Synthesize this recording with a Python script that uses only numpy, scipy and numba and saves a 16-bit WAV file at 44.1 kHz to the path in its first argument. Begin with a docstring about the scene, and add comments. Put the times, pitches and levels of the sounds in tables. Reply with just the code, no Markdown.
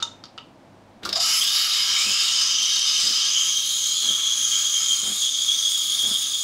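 """Frothing milk with a steam wand

A steel pitcher on a kitchen counter, close to a mono microphone. The knob clicks, the pitcher taps the
wand, and steam spurts in with a rising gurgle. Collapsing steam bubbles excite the modes of the pitcher
wall and the froth, while the steam pocket at the tip resonates and squeals. The pump buzzes each second."""
import sys
import numpy as np
from scipy import signal
from scipy.fft import rfft, irfft
from scipy.io import wavfile
from scipy.ndimage import uniform_filter1d, minimum_filter1d
from numba import njit

SR = 44100
rng = np.random.default_rng(int(sys.argv[2]) if len(sys.argv) > 2 else 0)


def dump(signal):
    """Clip the signal to [-1, 1] and save it as 16-bit WAV at the path in sys.argv[1]."""
    limited = np.clip(np.atleast_2d(signal).T, -1, 1)
    pcm = np.round(limited * 32767).astype(np.int16)
    wavfile.write(sys.argv[1], SR, pcm)


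N = 283563
TIME = np.arange(N) / SR
MAINS_HZ = 50.23


def undb(db):
    """Amplitude ratio of a level in dB."""
    return 10 ** (np.asarray(db) / 20)


def unit(x):
    """Normalisation to an rms of 1."""
    return x / np.sqrt(np.mean(np.abs(x) ** 2))


def curves(table):
    """Linear interpolation in time: a gate that opens at the first row, then each column."""
    times, *columns = np.transpose(table)
    return [TIME >= times[0]] + [np.interp(TIME, times, column) for column in columns]


def hump(start, length, edge):
    """Squared trapezoidal envelope that rises and falls over edge seconds."""
    return np.clip(np.minimum(TIME - start, start + length - TIME) / edge + .5, 0, 1) ** 2


def walk(rate):
    """Random modulation: values held for 1 / rate seconds and smoothed twice; spread near 1."""
    hold = int(SR / rate)
    steps = np.repeat(rng.standard_normal(N // hold + 1), hold)
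    return 1.34 * uniform_filter1d(uniform_filter1d(steps, hold), hold)[:N]


@njit
def one_pole(x, pole):
    """First-order complex recursion whose pole may move every sample."""
    z, out = 0j, np.empty(len(x), np.complex128)
    for i in range(len(x)):
        z = z * pole[i] + x[i]
        out[i] = z
    return out


def ring(x, hz, *widths):
    """Damped resonators in cascade at hz, one per bandwidth in Hz; complex, unit gain at the centre."""
    for width in widths:
        damping = np.pi * width / SR
        x = damping * one_pole(x + 0j, np.exp(2j * np.pi * hz / SR - damping) * np.ones(N))
    return x


def kitchen(rumble_db=-50.5, hum_db=-58):
    """Background noise: broadband room rumble and a wavering hum at twice the mains frequency."""
    # rumble spectrum: f/Hz, relative spectral density level/dB
    spectrum = [(20, -22), (40, -14.5), (70, -15.5), (130, -6.5), (170, -9), (230, -4), (330, -7),
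                (400, -13.5), (600, -9.5), (850, -11.5), (1300, -20.5), (2500, -26), (5000, -32.5),
                (8000, -39), (15500, -53)]
    corner_hz, corner_db = np.transpose(spectrum)
    hz = np.maximum(np.fft.rfftfreq(N, 1 / SR), 1)
    shape = undb(np.interp(np.log(hz), np.log(corner_hz), corner_db))
    rumble = unit(irfft(rfft(rng.standard_normal(N)) * shape, N))
    hum = np.sin(4 * np.pi * MAINS_HZ * TIME + 0.61 * walk(4.8)) * undb(hum_db + 1.7 * walk(6))
    return rumble * undb(rumble_db + 0.4 * walk(4.6)) + hum


def room(x, t60_s=0.3, tail_db=-8):
    """Reverberation: reflections from tiles and cupboards form a dense, exponentially decaying tail."""
    t = np.arange(SR // 2) / SR
    tail = rng.standard_normal(len(t)) * undb(-60 * t / t60_s) * (t > .004)
    tail = signal.lfilter([.6], [1, -.4], tail)
    return x + undb(tail_db) * signal.fftconvolve(x, tail / np.linalg.norm(tail))[:N]


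def pump(rise_db_per_s=14.0):
    """Forced vibration: a piston hits both ends each mains cycle, harder as the pressure builds."""
    # pump runs: t/s, duration/s, final level/dB
    runs = [(1.015, 0.12, -41), (2.03, 0.086, -44), (3.025, 0.086, -46.5), (4.018, 0.1, -45.5),
            (5.021, 0.1, -43), (6.023, 0.094, -43)]
    # housing modes: f/Hz, bandwidth/Hz, relative level/dB
    modes = [(55, 55, -13.5), (103.5, 10, -10), (213, 25, -2.5), (323, 49, -5.5), (435, 106, -4),
             (730, 410, -4), (1510, 490, -4)]
    envelope = 0
    for start, length, db in runs:
        gate = np.clip(np.minimum((TIME - start) / 0.015, (start + length - TIME) / 0.02 + 1), 0, 1)
        envelope += gate * undb(db + rise_db_per_s * np.clip(TIME - start - length, -length, 0))
    cycles = MAINS_HZ * TIME
    strokes = np.exp(-(cycles % 1) / 0.022) + 0.33 * np.exp(-((cycles + 0.467) % 1) / 0.045)
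    force = strokes - strokes.mean() + 0.59 * rng.standard_normal(N) * (1 + 4.8 * strokes)
    housing = sum((-1) ** k * undb(db) * unit(ring(force, hz, width).real)
                  for k, (hz, width, db) in enumerate(modes))
    return envelope * unit(housing)


def knocks():
    """Impact excitation: each blow gives a noisy crack, then the steel modes decay freely."""
    # knob click and taps of pitcher on wand: t/s, crack drive level/dB, crack f/Hz, crack decay time/s,
    # most strongly excited f/Hz, ring level/dB, factor of damping by the hand
    blows = [(.001, -37, 3930, 0.033, 1340, -41, 0.83), (.024, -28, 4500, 0.0069, 1400, -27, 1.2),
             (0.026, -19, 6060, 0.0043, 3790, -21, 1.24), (0.238, -31.5, 4500, .005, 1360, -36, 3.1),
             (.254, -34, 4550, 0.0025, 4950, -44, .8), (0.3777, -33.5, 4000, 0.0064, 1400, -34, 2.8),
             (0.383, -33.5, 3000, 0.0046, 2860, -34.5, 1.3)]
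    # modes of the steel parts: f/Hz, relative level/dB, T60/s at a damping factor of 1
    modes = [(936, -1, 0.18), (1276, -3.5, 0.12), (1313, 4, 0.076), (2900, 1.5, 0.067), (3040, -16, .25),
             (3664, 0.5, 0.065), (3800, -8, 0.11), (4710, 0, 0.059), (5000, -10, 0.099), (5800, -13, .18),
             (6360, -10, 0.12), (7450, -16, 0.13)]
    out = np.zeros(N)
    for start, crack_db, crack_hz, decay, ring_hz, ring_db, damping in blows:
        age = np.maximum(TIME - start, 0)
        crack = rng.standard_normal(N) * np.minimum(age / 0.00081, 1) * np.exp(-age / decay)
        out += 3.56 * undb(crack_db) * ring(crack, crack_hz, 2600, 3500, 4100).real
        attack = np.minimum(age / 0.00055, 1)
        for hz, mode_db, t60 in modes:
            off_centre_db = -50 * min(abs(np.log2(hz / ring_hz)), .3)
            rattle_db = 3.2 * walk(122.2)
            level_db = ring_db + mode_db + off_centre_db + rattle_db - 60 * damping * age / t60
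            out += attack * undb(level_db) * np.sin(2 * np.pi * hz * age)
    return out


def spurts():
    """Transient noise: slugs of water crack out of the tip before the steam runs dry."""
    # water slugs: t/s, drive level/dB, decay time/s, centre f/Hz
    slugs = [(1.031, -34.5, 0.026, 3500), (1.05, -22, 0.0079, 4530), (1.052, -19, 0.017, 1330),
             (1.09, -18.5, 0.0053, 4400), (1.097, -27, 0.0071, 3500), (1.127, -18, 0.0058, 3930),
             (1.155, -31, 0.008, 4940), (1.158, -19.5, 0.013, 1250), (1.175, -25, 0.0047, 4870),
             (1.2, -22, 0.005, 4820)]
    out = 0
    for start, db, decay, hz in slugs:
        age = TIME - start
        burst = rng.standard_normal(N) * np.clip(age / 0.0022, 0, 1) * np.exp(-np.abs(age) / decay)
        core = ring(burst, hz, 0.32 * hz, 0.94 * hz)
        spray = ring(ring(burst, 2700, 4200), 3100, 6400)
        out += undb(db) * (4.5 * core + 0.8 * spray).real
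    return out


def gurgle():
    """Cavity resonance: big bubbles burst in an air hole whose pitch rises as it shrinks."""
    # holes closing round the jet: t/s, duration/s, initial f/Hz, limiting f/Hz, time constant/s, level/dB
    cavities = [(1.032, 0.066, 272, 420, 0.05, -42), (1.13, .1, 564, 782, 0.045, -39),
                (1.23, 0.116, 760, 1000, .1, -55), (1.43, .43, 3150, 3820, 0.061, -29),
                (1.92, .42, 2130, 3050, 0.24, -35)]
    pops = rng.standard_normal(N) * undb(3.4 * walk(70))
    out = 0
    for start, length, first_hz, last_hz, closing, db in cavities:
        hz = last_hz + (first_hz - last_hz) * np.exp(-np.maximum(TIME - start, 0) / closing)
        width = 47 + 0.048 * hz
        cavity = unit(ring(pops, hz, width, 2 * width).real)
        out += undb(db) * hump(start, length, edge=0.18 * length) * cavity
    return out


def whistle(start_s=5.3, centre_hz=3650, width_hz=64, level_db=-36):
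    """Narrow-band resonance: turbulence drives a thin, wandering whistle that joins late."""
    hz = centre_hz * (1 + 0.0064 * walk(20))
    tone = unit(ring(rng.standard_normal(N), hz, width_hz, 2.2 * width_hz).real)
    return hump(start_s, N / SR, edge=0.23) * undb(level_db + 2.7 * walk(12)) * tone


def pitcher(x):
    """Destructive interference: echoes inside the pitcher cut notches in the spectrum of the steam."""
    # notches: f/Hz, bandwidth/Hz, depth (0 to 1)
    notches = [(2583, 66, 0.8), (5500, 130, 0.3), (7390, 160, 0.5), (3950, 84, 0.18), (13800, 150, 0.5)]
    for hz, width, depth in notches:
        x = x - 2 * depth * ring(x, hz, width).real
    return x


def bubble_modes(collapses, envelope, modes, flicker_db):
    """Modal superposition: each mode is struck by its own bubbles and drifts and flickers alone."""
    out = 0
    for centre_hz, width, db in modes:
        hz = centre_hz * (1 + 0.0065 * walk(2.53))
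        drive = envelope * np.roll(collapses, rng.integers(N))
        out += undb(db + flicker_db * walk(14)) * unit(ring(drive, hz, width, 5 * width).real)
    return unit(out)


def jet(bubbles_per_s=8000, froth_start_hz=11250, sag_hz_per_s=200):
    """Bubble collapse: steam bubbles snap shut in cold milk and excite the pitcher wall and the froth."""
    # resonances, each table: f/Hz, bandwidth/Hz, relative level/dB
    low_wall = [(749, 81, -16), (1083, 96, -5), (1253, 72, -2.5), (1320, 66, 0.5), (1633, 86, -3.5),
                (1873, 210, -4.5), (2219, 140, 1), (2527, 77, 1), (2860, 170, 3)]
    mid_wall = [(3662, 123, 2), (3808, 154, 0), (4110, 330, -1.5), (4130, 420, -3.5)]
    high_wall = [(4515, 290, -4.5), (4869, 146, 1), (5134, 200, 0), (5610, 440, -2.5)]
    small_bubbles = [(7300, 630, 2.5), (7850, 580, -4)]
    fine_bubbles = [(8570, 400, -7.5), (8610, 340, 1), (9000, 460, -1)]
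    froth_hiss = [(10000, 700, -6), (11550, 1500, 0.5), (12200, 2100, -2), (13100, 300, -3.5),
                  (14300, 1300, -2.5), (15600, 640, -2.5)]
    swirl_modes = [(7900, 160, 2), (9280, 170, -4), (10360, 170, 1), (11500, 200, -4), (12700, 220, -8),
                   (14100, 250, -9)]
    # vibration of the wall: t/s, level/dB of the low, mid and high modes
    wall_levels = [(1.12, -37, -25.5, -20), (1.33, -32, -32.5, -24.5), (1.44, -37.5, -38, -27.5),
                   (1.52, -36, -33, -24.5), (1.95, -33.5, -28.5, -24), (2.25, -37, -28.5, -25.5),
                   (2.45, -36, -33, -23.5), (2.6, -40, -31, -26), (3.2, -38.5, -29.5, -24),
                   (3.4, -40.5, -36.5, -31), (3.7, -48, -29.5, -36.5), (3.95, -44.5, -29, -35.5),
                   (4.2, -42.5, -34, -41), (4.55, -41, -36.5, -34), (5.1, -42.5, -35, -37),
                   (5.27, -47.5, -35.5, -36.5), (6.05, -45.5, -37, -34), (6.43, -49, -37, -38.5)]
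    # treble hiss: t/s, level/dB of the small bubbles, fine bubbles and froth
    treble_levels = [(1.12, -42, -52, -50), (1.22, -33, -44, -39.5), (1.36, -33, -39, -32),
                     (1.5, -37.5, -49, -35.5), (1.9, -34.5, -42, -40.5), (2.25, -34, -41, -44),
                     (2.5, -39.5, -47.5, -46.5), (3.17, -33.5, -43, -43.5), (3.4, -41.5, -45, -44),
                     (3.75, -41, -41, -37.5), (4.0, -38, -42.5, -40.5), (4.25, -40, -45.5, -43.5),
                     (4.58, -41, -45, -37.5), (4.84, -42, -45, -40.5), (5.15, -41, -36, -37.5),
                     (5.35, -42, -43, -42), (5.7, -44, -38.5, -37), (6.43, -42, -39.5, -39.5)]
    _, low_db, mid_db, high_db = curves(wall_levels)
    _, small_db, fine_db, froth_db = curves(treble_levels)

    snaps = (rng.random(N) < bubbles_per_s / SR) * rng.standard_normal(N)
    snaps *= undb(0.51 * rng.exponential(size=N))
    collapses = unit(snaps) + 1.42 * rng.standard_normal(N)
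    surge = undb(0.56 * walk(20) + 0.86 * walk(90))
    sizzle = surge * undb(0.43 * walk(60) + 0.86 * walk(200))
    # the froth resonance sinks as the foam thickens
    froth_hz = (froth_start_hz - sag_hz_per_s * TIME) * (1 + .01 * walk(12))
    froth = bubble_modes(collapses, sizzle, [(froth_hz, 750, 0)], flicker_db=2.6)
    froth += undb(-3.5) * bubble_modes(collapses, sizzle, froth_hiss, flicker_db=1.7)
    # narrow resonances wander as the milk swirls
    wandering = [(hz * (1 + .025 * walk(4)), width, db) for hz, width, db in swirl_modes]
    swirl = bubble_modes(collapses, surge, wandering, flicker_db=4.7)
    wall = (undb(low_db) * bubble_modes(collapses, surge, low_wall, flicker_db=1.6)
            + undb(mid_db) * bubble_modes(collapses, surge, mid_wall, flicker_db=2.3)
            + undb(high_db) * bubble_modes(collapses, surge, high_wall, flicker_db=2.0))
    fizz = (undb(small_db) * bubble_modes(collapses, sizzle, small_bubbles, flicker_db=2.5)
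            + undb(fine_db) * bubble_modes(collapses, sizzle, fine_bubbles, flicker_db=2.1))
    return wall + fizz + undb(froth_db) * (unit(froth) + undb(-9) * swirl)


def steam_pocket():
    """Driven oscillator: turbulence excites the pocket at the tip; its lopsided swing adds an overtone."""
    # partials of the pocket: t/s, fundamental f/Hz, its level/dB, overtone f/Hz, its level/dB
    partials = [(1.15, 3140, -38, 6980, -30), (1.36, 3000, -30, 6560, -32.5), (1.42, 3250, -31, 6400, -30),
                (1.48, 3050, -31, 6450, -31.5), (1.6, 3060, -31, 6670, -36.5), (2.0, 3130, -29, 6570, -33),
                (2.3, 3070, -30, 6650, -30.5), (2.58, 3080, -27.5, 6100, -27),
                (3.18, 3086, -30, 6160, -30.5), (3.37, 3150, -25.5, 6320, -24),
                (3.63, 3220, -28.5, 6520, -28), (3.78, 3230, -28.5, 6700, -27),
                (4.0, 3300, -25.5, 6650, -26), (4.2, 3287, -25.5, 6460, -27.5),
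                (4.45, 3232, -28, 6500, -23.5), (4.95, 3200, -26, 6510, -24.5),
                (5.15, 3280, -26.5, 6700, -29), (5.35, 3305, -26.5, 6610, -27),
                (6.2, 3324, -27.5, 6720, -29.5), (6.43, 3300, -29, 6650, -29.5)]
    # the resonance sharpens as the milk warms: t/s, bandwidth/Hz
    bandwidths = [(1.15, 252), (3.2, 220), (4.0, 119), (5.1, 103), (5.3, 111), (6.43, 110)]
    # bursts of clear squealing: t/s, duration/s, level/dB
    squeals = [(1.407, 0.035, -25), (3.926, 0.026, -35), (4.01, .16, -28.5), (4.188, 0.17, -26),
               (4.394, .079, -30.5), (4.503, 0.2, -30.5), (4.728, 0.053, -27.5), (4.898, .044, -27),
               (5.218, 0.087, -24.5), (5.338, 0.11, -28.5), (5.472, 0.062, -26), (5.62, 0.24, -29),
               (5.884, .081, -29), (5.981, 0.2, -26.5), (6.219, 0.041, -29), (6.32, .04, -30)]
    on, hz, fundamental_db, overtone_hz, overtone_db = curves(partials)
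    _, width = curves(bandwidths)
    hz *= 1 + 0.0069 * walk(60) + 0.0046 * walk(15)
    overtone_hz *= 1 + 0.016 * walk(15)
    swing = ring(rng.standard_normal(N), hz, width)
    swing = ring(swing, 1.044 * hz, 6.5 * width)
    swing = unit(ring(swing, 0.986 * hz, 4.9 * width))
    # the overtone swells with the swing but is blurred by its own turbulence
    turbulence = unit(ring(rng.standard_normal(N), overtone_hz, 790))
    overtone = unit(ring(turbulence * (1.4 + np.abs(swing)), overtone_hz, 980).real)
    bursts = sum(undb(db) * hump(start, length, edge=0.012) for start, length, db in squeals)
    fundamental = (undb(fundamental_db) + bursts) * undb(0.9 * walk(24.78)) * unit(swing.real)
    return on * (fundamental + undb(overtone_db + 0.49 * walk(12)) * overtone)


def scene():
    """Superposition of all sources in two equal channels; the background sinks as the steam starts."""
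    # steam flow, choking twice on water before it runs steadily: t/s, level/dB
    flow = [(1.12, -37), (1.13, -2.5), (1.148, -17), (1.16, -1.5), (1.178, -4.5), (1.19, -14), (1.205, -2),
            (1.25, 0)]
    on, flow_db = curves(flow)
    steam = on * undb(flow_db) * (jet() + steam_pocket() + whistle())
    frothing = pitcher(steam) + spurts() + gurgle()
    duck_db = np.interp(TIME, [1.1, 1.4], [0, -5.5])
    mono = room(knocks() + frothing + pump()) + undb(duck_db) * kitchen()
    return np.array([mono, mono])


def record(dry, ceiling=.35, cutoff_hz=15720):
    """Peak limiting with look-ahead, followed by a steep low-pass filter."""
    gain = np.minimum(ceiling / (np.abs(dry) + 1e-9), 1)
    gain = uniform_filter1d(minimum_filter1d(gain, size=257, axis=1), size=257, axis=1)
    return signal.sosfilt(signal.ellip(14, .2, 80, cutoff_hz, fs=SR, output="sos"), gain * dry)


dry = scene()
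out = record(dry)
dump(out)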